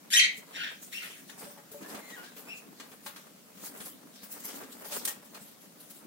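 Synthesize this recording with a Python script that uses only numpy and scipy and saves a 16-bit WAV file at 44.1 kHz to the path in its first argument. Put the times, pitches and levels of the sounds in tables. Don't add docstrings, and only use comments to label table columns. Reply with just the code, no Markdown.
import sys
import numpy as np
from scipy import signal
from scipy.fft import rfft, irfft, next_fast_len
from scipy.io import wavfile

SR = 44100
rng = np.random.default_rng(int(sys.argv[2]) if len(sys.argv) > 2 else 0)


def volts_from_decibels(level):
    exponent = np.asarray(level, float) / 20
    return 10 ** exponent


def digitize_waveform(pressure):
    field = np.atleast_2d(pressure).T
    bounded = np.clip(field, -1, 1)
    quanta = np.round(bounded * 32767).astype(np.int16)
    wavfile.write(sys.argv[1], SR, quanta)


N = 267554


def rms_one(x):
    return x / np.sqrt(np.mean(x ** 2) + 1e-20)


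def at_hz(points, hz):
    table_hz, values = np.transpose(points)
    return np.interp(np.log(hz), np.log(table_hz), values)


def butter(x, order, hz, kind):
    return signal.sosfilt(signal.butter(order, hz, kind, fs=SR, output="sos"), x)


def drift(rate_hz, size):
    r = np.exp(-2 * np.pi * rate_hz / SR)
    settle = 4000
    noise = rng.standard_normal(size + settle)
    return rms_one(signal.lfilter([1], [1, -2 * r, r * r], noise)[settle:])


# f/Hz, likeness [1 = same]
LIKENESS = [(60, 0.79), (240, 0.66), (950, 0.16), (3770, -0.091), (15000, -0.21)]


def coloured(spectrum, excitation):
    size = next_fast_len(N)
    hz = np.maximum(np.fft.rfftfreq(size, 1 / SR), 1)
    alike = np.clip(at_hz(LIKENESS, hz), 0, 1)
    mid, side = rfft(excitation, size)
    pair = np.sqrt(1 + alike) * mid + np.sqrt(1 - alike) * side * [[1], [-1]]
    return rms_one(irfft(pair * volts_from_decibels(at_hz(spectrum, hz)), size)[:, :N])


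def grains(per_s, spread_db):
    size_db = spread_db * np.minimum(rng.exponential(1, (2, N)), 5)
    sizes = volts_from_decibels(size_db) * rng.choice([-1, 1], (2, N))
    return sizes * (rng.random((2, N)) < per_s / SR)


def bouts(rows):
    s, peak_db, swell_ms, fade_ms = np.transpose(rows)[:4, :, None]
    ms = (np.arange(0, N + 32, 32) / SR - s) * 1000
    down = np.maximum(-ms / np.maximum(swell_ms, 3), ms / np.maximum(fade_ms, 3))
    return volts_from_decibels(peak_db - 20 * down) ** 2


def height(power, rest_db):
    gain = np.sqrt(power + volts_from_decibels(rest_db) ** 2)
    return np.interp(np.arange(N) / 32, np.arange(len(power)), gain)


# f/Hz, level/dB [relative]
AIR = [(15, -67.5), (25, -12.5), (92, -14), (166, 5), (200, 7), (293, 1.5), (344, -6), (575, -3.5),
       (936, -16.5), (1100, -19), (5730, -16), (12900, -17.5), (16000, -16.5)]


def room_air():
    return volts_from_decibels(-55.5) * volts_from_decibels([[.7], [-.7]]) * coloured(AIR, rng.standard_normal((2, N)))


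# [per Hz, relative]
SCRATCH = [(400, -18.5), (900, -1.5), (1300, 2), (2500, -1.5), (3900, -2.5), (5500, -5.5), (7500, -5.5),
           (10000, -6), (13000, -5.5), (16500, -1.5)]
# peak t/s, peak level/dB [relative],
# swell by 20 dB [ms], fade by 20 dB [ms], brightest f/Hz
SCRATCHES = [(0.383, -42.5, 42, 49, 12060), (.63, -48.5, 288, 241, 5400), (.83, -45, 31, 131, 8950),
             (0.932, -39, 26, 134, 8440), (1.025, -42, 21, 269, 8900), (1.3, -46.5, 46, 92, 6160),
             (1.395, -42.5, 29, 236, 9200), (1.515, -49, 26, 58, 13300), (1.718, -42, 8, 103, 13300),
             (1.83, -51, 158, 40, 7000), (1.901, -41.5, 49, 94, 8200), (2.1, -49, 150, 150, 8700),
             (2.2, -49, 95, 62, 12000), (2.245, -46.5, 31, 125, 5060), (2.382, -46.5, 49, 150, 12100),
             (2.586, -43.5, 70, 45, 10500), (2.805, -49.5, 62, 113, 5200), (2.915, -53.5, 101, 113, 12200),
             (3.076, -39.5, 62, 59, 12000), (3.17, -48.5, 33, 147, 5960), (3.575, -54, 57, 202, 11000),
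             (3.635, -43.5, 50, 190, 10900), (3.665, -37, 93, 63, 10100), (3.775, -46, 35, 156, 9500),
             (3.817, -44.5, 26, 120, 10900), (3.862, -38.5, 36, 97, 10500), (4.16, -50, 51, 197, 5860),
             (4.238, -41, 25.5, 79, 15000), (4.321, -37.5, 32, 122, 13000), (4.403, -39.5, 23, 61, 14000),
             (4.43, -51, 34, 34, 4270), (4.453, -31, 28, 51, 14100), (4.49, -40, 40, 162, 5260),
             (4.56, -42, 32, 103, 13000), (4.726, -44, 25, 65, 7300), (4.82, -47.5, 152, 28, 10900),
             (4.849, -38.5, 8, 148, 11200), (4.925, -34, 29, 180, 6700), (4.97, -31.5, 88, 63, 12100),
             (5.053, -21, 4, 21, 9000), (5.077, -26.5, 5, 63, 9500), (5.25, -52, 9, 141, 10000),
             (5.351, -47.5, 22, 88, 6300), (5.42, -48, 30, 146, 11300), (5.484, -51, 47, 94, 9300),
             (5.622, -53, 45, 134, 10600), (5.805, -45, 17, 98, 13400), (5.911, -41.5, 28, 28, 11200),
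             (5.97, -50.5, 210, 73, 10900)]


def scratch():
    fall_db_per_octave, unsteady_db = 6.5, 3
    rest_db = -65
    grain = coloured(SCRATCH, grains(6000, spread_db=2))
    power = bouts(SCRATCHES)
    best_hz = np.array(SCRATCHES)[:, 4]
    edges_hz, out = np.geomspace(400, 17000, 27), 0
    for low, high in zip(edges_hz, edges_hz[1:]):
        octaves_off = abs(np.log2(np.sqrt(low * high) / best_hz))
        lit = volts_from_decibels(-fall_db_per_octave * octaves_off) ** 2
        part = butter(grain, 2, [low, high], "band")
        unsteady = volts_from_decibels(unsteady_db * drift(9.0, size=N))
        out = -out + part * height(lit @ power, rest_db) * unsteady
    return out * volts_from_decibels([[2.5], [.5]])


# peak t/s, peak level/dB [relative], swell by 20 dB [ms], fade by 20 dB [ms]
SHUFFLES = [(.63, -55.5, 1988, 500), (1.05, -55, 106, 500), (1.44, -50.5, 298, 500),
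            (1.92, -43.5, 265, 426), (2.05, -54, 648, 1893), (2.74, -57.5, 2103, 2487),
            (3.65, -53.5, 199, 900), (3.76, -52, 250.5, 500), (4.5, -46.5, 280, 630),
            (4.87, -52.5, 702, 52), (4.95, -43, 182, 142), (5.08, -51.5, 294, 352), (5.35, -49.5, 52, 106),
            (6.05, -59.5, 1200, 1999)]


def weight_shifts():
    return height(bouts(SHUFFLES).sum(axis=0), rest_db=-70)


# [per Hz, relative]
SHUFFLE = [(200, -41), (400, 3), (700, 0.5), (1200, -1.5), (2200, -8), (4000, -23), (8000, -15)]


def shuffle(weight):
    return weight * volts_from_decibels(-2.0 + 4.04 * drift(18.0, size=N)) * coloured(SHUFFLE, grains(820, spread_db=-2.0))


# [per Hz, relative]
THUD = [(60, -13), (120, -22.5), (190, 4), (290, 6), (420, -8.5), (900, -41.5)]


def thud(weight):
    return weight * volts_from_decibels(-4.5 + 4.93 * drift(7.5, size=N)) * coloured(THUD, rng.standard_normal((2, N)))


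def scuffle():
    weight = weight_shifts()
    return scratch() + shuffle(weight) + thud(weight)


# t/s, pitch f/Hz [before waver], level/dB [relative]
VOICE = [
    [(.103, 1526, -40), (.124, 1590, -28), (.132, 1620, -22), (.138, 1850, -18), (.148, 1860, -23),
     (.159, 1900, -19), (.163, 2480, -25), (.168, 3015, -20), (.180, 3180, -16), (.189, 3050, -25.5),
     (.197, 2213, -16), (.206, 1880, -25), (.22, 2150, -26), (.235, 1860, -28), (.252, 2330, -26),
     (.262, 2000, -36)],
    [(.525, 1816, -65), (.56, 1792, -39), (.585, 1566, -44.5), (.615, 1450, -37), (.628, 1500, -40),
     (.64, 1950, -38), (.69, 1750, -44), (.74, 1500, -62)],
    [(.92, 1900, -58), (.93, 1900, -43), (.945, 2740, -44), (.97, 2780, -42), (.99, 3000, -45),
     (1.003, 2100, -53), (1.04, 2150, -48), (1.09, 2000, -62)],
    [(1.0, 1400, -60), (1.03, 1250, -45), (1.08, 1300, -62)],
    [(1.1, 2980, -52), (1.115, 3056, -55), (1.16, 1950, -64), (1.2, 1445, -66)],
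    [(1.285, 1976, -82), (1.297, 1804, -44), (1.32, 1770, -76)],
    [(1.825, 1577, -65), (1.845, 1700, -53), (1.875, 1780, -58)],
    [(2.0, 2080, -64), (2.055, 2110, -54), (2.1, 2010, -58), (2.138, 1910, -48), (2.152, 1850, -52),
     (2.172, 1460, -51), (2.21, 1420, -52), (2.25, 1510, -54), (2.29, 1660, -58)],
    [(2.452, 2300, -60), (2.478, 2560, -57), (2.496, 2630, -46), (2.518, 2830, -46), (2.534, 2580, -46),
     (2.55, 2570, -51), (2.562, 2600, -60), (2.586, 2550, -53), (2.598, 2570, -72)],
]
# overtone slope at start [dB per harmonic], slope at end [dB per harmonic],
# echo level/dB [against the call]
MANNER = [(2.5, -5, -3), (-2, -9, -5), (-2, -9, -5), (-9, -9, -3), (0, -14, 0), (-2, -14, -7),
          (-19, -19, -4), (-5, -16, -7), (3, -20, -10)]
# at its loudest [0-1], gain per 20 dB of slackening effort,
# rasp level/dB [against the tone, at the loudest]
ROUGHNESS = [(.06, .3, -14), (.5, .1, -6), (.35, .4, -7), (.6, .1, -10), (.6, .3, -9), (.75, .2, -10),
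             (.2, .1, -18), (.15, .15, -14), (.2, .15, -14)]


def voice():
    near, far = np.zeros((2, N))
    rasp = rms_one(butter(rng.standard_normal(N), 2, [1700, 3900], "band"))
    for call, (first_db, last_db, echo_db), (rough, roughens, rasp_db) in zip(VOICE, MANNER, ROUGHNESS):
        s, *columns = np.transpose(call)
        span = np.arange(round(s[0] * SR), round(s[-1] * SR))
        size = len(span)
        hz, level_db = [np.interp(span / SR, s, c) for c in columns]
        slack_db = level_db.max() - level_db
        rough = rough + roughens * slack_db / 20
        slope_db = np.linspace(first_db, last_db, size) + 0.12 * slack_db - 1.5 * np.log2(hz / 2000)
        waver = 0.1196 * drift(433, size) + .09 * drift(44.3, size)
        phase = np.cumsum(2 * np.pi * hz * (1 + rough * waver) / SR)
        flutter = volts_from_decibels(4.4 * np.tanh(0.5 * rough * drift(230, size)))
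        throb = np.cumsum(2 * np.pi * 199 * (1 + 0.126 * drift(29.0, size)) / SR)
        flutter *= 1 + 0.35 * np.clip(4 * rough, 0, 1) * np.sin(throb)
        strength = [volts_from_decibels(slope_db * k - 0.41 * k * k) * ((k + 1) * hz < 13600) for k in range(8)]
        stack = sum(g * np.sin((k + 1) * phase) for k, g in enumerate(strength))
        stack = stack / np.sqrt(np.sum(np.square(strength), axis=0) / 2)
        puffs = volts_from_decibels(rasp_db + .3 * slack_db) * rasp[span] * (1 + .5 * np.sin(phase))
        near[span] += (stack + puffs) * rms_one(flutter) * volts_from_decibels(level_db)
        far[span] = near[span] * volts_from_decibels(echo_db)
    both = butter(np.array([near, far]) + 1e-18, 10, 1320, "high")
    throat_hz, throat_width_hz, throat_db = 2590, 1800, 7.5
    ring = signal.lfilter(*signal.iirpeak(throat_hz, throat_hz / throat_width_hz, SR), both)
    return (both + volts_from_decibels(throat_db) * ring) * volts_from_decibels(-6.0)


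# f/Hz, time to fall 60 dB [s]
ROOM_T60 = [(200, 0.094), (2000, 0.34), (5000, 0.26), (12000, 0.14)]


def room(x):
    t, response = np.arange(SR // 2) / SR, 0
    for hz in 180 * 2. ** np.arange(7):
        noise = rng.standard_normal((2, len(t)))
        octave = butter(noise, 2, [hz / np.sqrt(2), hz * np.sqrt(2)], "band")
        response = response + octave * volts_from_decibels(-60 * t / at_hz(ROOM_T60, hz))
    response = response * np.clip(t / 0.00053, 0, 1)
    response = rms_one(response) / np.sqrt(len(t))
    return signal.fftconvolve(np.atleast_2d(x), response, axes=1)[:, :N]


def halves(x):
    low, high = [rms_one(butter(x, 2, 8000, kind)) for kind in ("low", "high")]
    return low, -high


# t/s, peak level/dB [relative], dullness [0-1], wood mode struck best f/Hz
TAPS = [(0.381, -37.5, 1, 233), (0.823, -37, 0.9, 183), (1.295, -49, 0.5, 835), (1.44, -35.5, 0.79, 215),
        (1.464, -46, 0.9, 570), (1.575, -45, 0.8, 850), (1.962, -46, 0.6, 580), (1.717, -44.5, 1, 358),
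        (1.744, -41, 0.88, 560), (1.825, -36, 0.68, 220), (1.947, -30.5, 0.66, 212), (2.1, -46, 0.3, 342),
        (2.364, -38, 0.66, 275), (2.798, -41, 0.2, 380), (2.915, -39, 0.76, 248), (3.062, -31, 0.36, 910),
        (3.16, -45, 0.14, 229), (3.571, -35.5, 0.87, 187), (3.803, -31.5, 0.66, 228),
        (4.232, -36, 0.8, 212), (4.447, -37, 0.8, 180), (4.633, -36.5, 0.7, 276), (4.846, -43.5, 0.8, 794),
        (4.921, -35.5, 0.36, 640), (5.052, -34.5, 0.48, 240), (5.077, -28.5, 0.43, 960),
        (5.345, -44, 0.26, 310), (5.416, -35.5, 0.92, 189), (5.905, -45, 0.86, 215)]
# f/Hz, level/dB [relative], time to fall 60 dB [s]
BOX = [(215, -7, 0.22), (276, -13.5, 0.12), (432, 5, 0.1), (580, 2, 0.15), (850, -0.5, 0.073),
       (1106, 0, 0.052), (1856, 11.5, 0.15)]


def taps():
    s, peak_db, dull, best_hz = np.transpose(TAPS)
    at = np.round(s * SR).astype(int)
    sides = volts_from_decibels(peak_db + np.array([[1.2], [-1.2]]))
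    chance_db = rng.normal(0, 0.77, (len(at), 2, len(BOX) + 1))
    out = np.zeros((2, N))
    for k, (hz, level_db, t60) in enumerate(BOX):
        r, w = volts_from_decibels(-60 / (t60 * SR)), 2 * np.pi * hz / SR
        off_db = 21.8 * abs(np.log2(hz / best_hz))
        clicks = np.full((2, N), 1e-18)
        clicks[:, at] = sides * dull * volts_from_decibels(level_db + chance_db[:, :, k].T - off_db)
        out += signal.lfilter([0, np.sin(w)], [1, -2 * r * np.cos(w), r * r], clicks)
    top_share = 0.18
    rattle_fall, snap_fall = volts_from_decibels(-60 / (.07 * SR)), volts_from_decibels(-60 / (.022 * SR))
    rise = np.exp(-1 / (.002 * SR))
    for share, noise in zip((1 - top_share, top_share), halves(coloured(SCRATCH, rng.standard_normal((2, N))))):
        clicks = np.full((2, N), 1e-18)
        clicks[:, at] = sides * (1 - dull) * share * volts_from_decibels(-9 - .45 * (peak_db + 14))
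        out += noise * signal.lfilter([1 - rise], np.convolve([1, -rattle_fall], [1, -rise]), clicks)
        clicks[:, at] *= volts_from_decibels(12 + 1.3 * (peak_db + 14))
        out += noise * signal.lfilter([1], [1, -snap_fall], clicks)
    return out


def scene():
    bed = room_air() + scuffle()
    calls, echoed = voice()
    later = np.concatenate([np.zeros(24), calls])[:N]
    direct = np.array([later, calls]) * volts_from_decibels([[1.5], [-3.5]])
    knocks = taps()
    return bed + direct + room(echoed) + knocks + volts_from_decibels(-3) * room(knocks)


def roll_off(x):
    return signal.sosfilt(signal.butter(12, 16970, fs=SR, output="sos"), x)


def record(dry):
    thinned = butter(dry, 1, 151.7, "high")
    mix = signal.sosfilt(signal.ellip(10, .5, 60, 15800, fs=SR, output="sos"), thinned)
    return roll_off(mix)


dry = scene()
out = record(dry)
digitize_waveform(out)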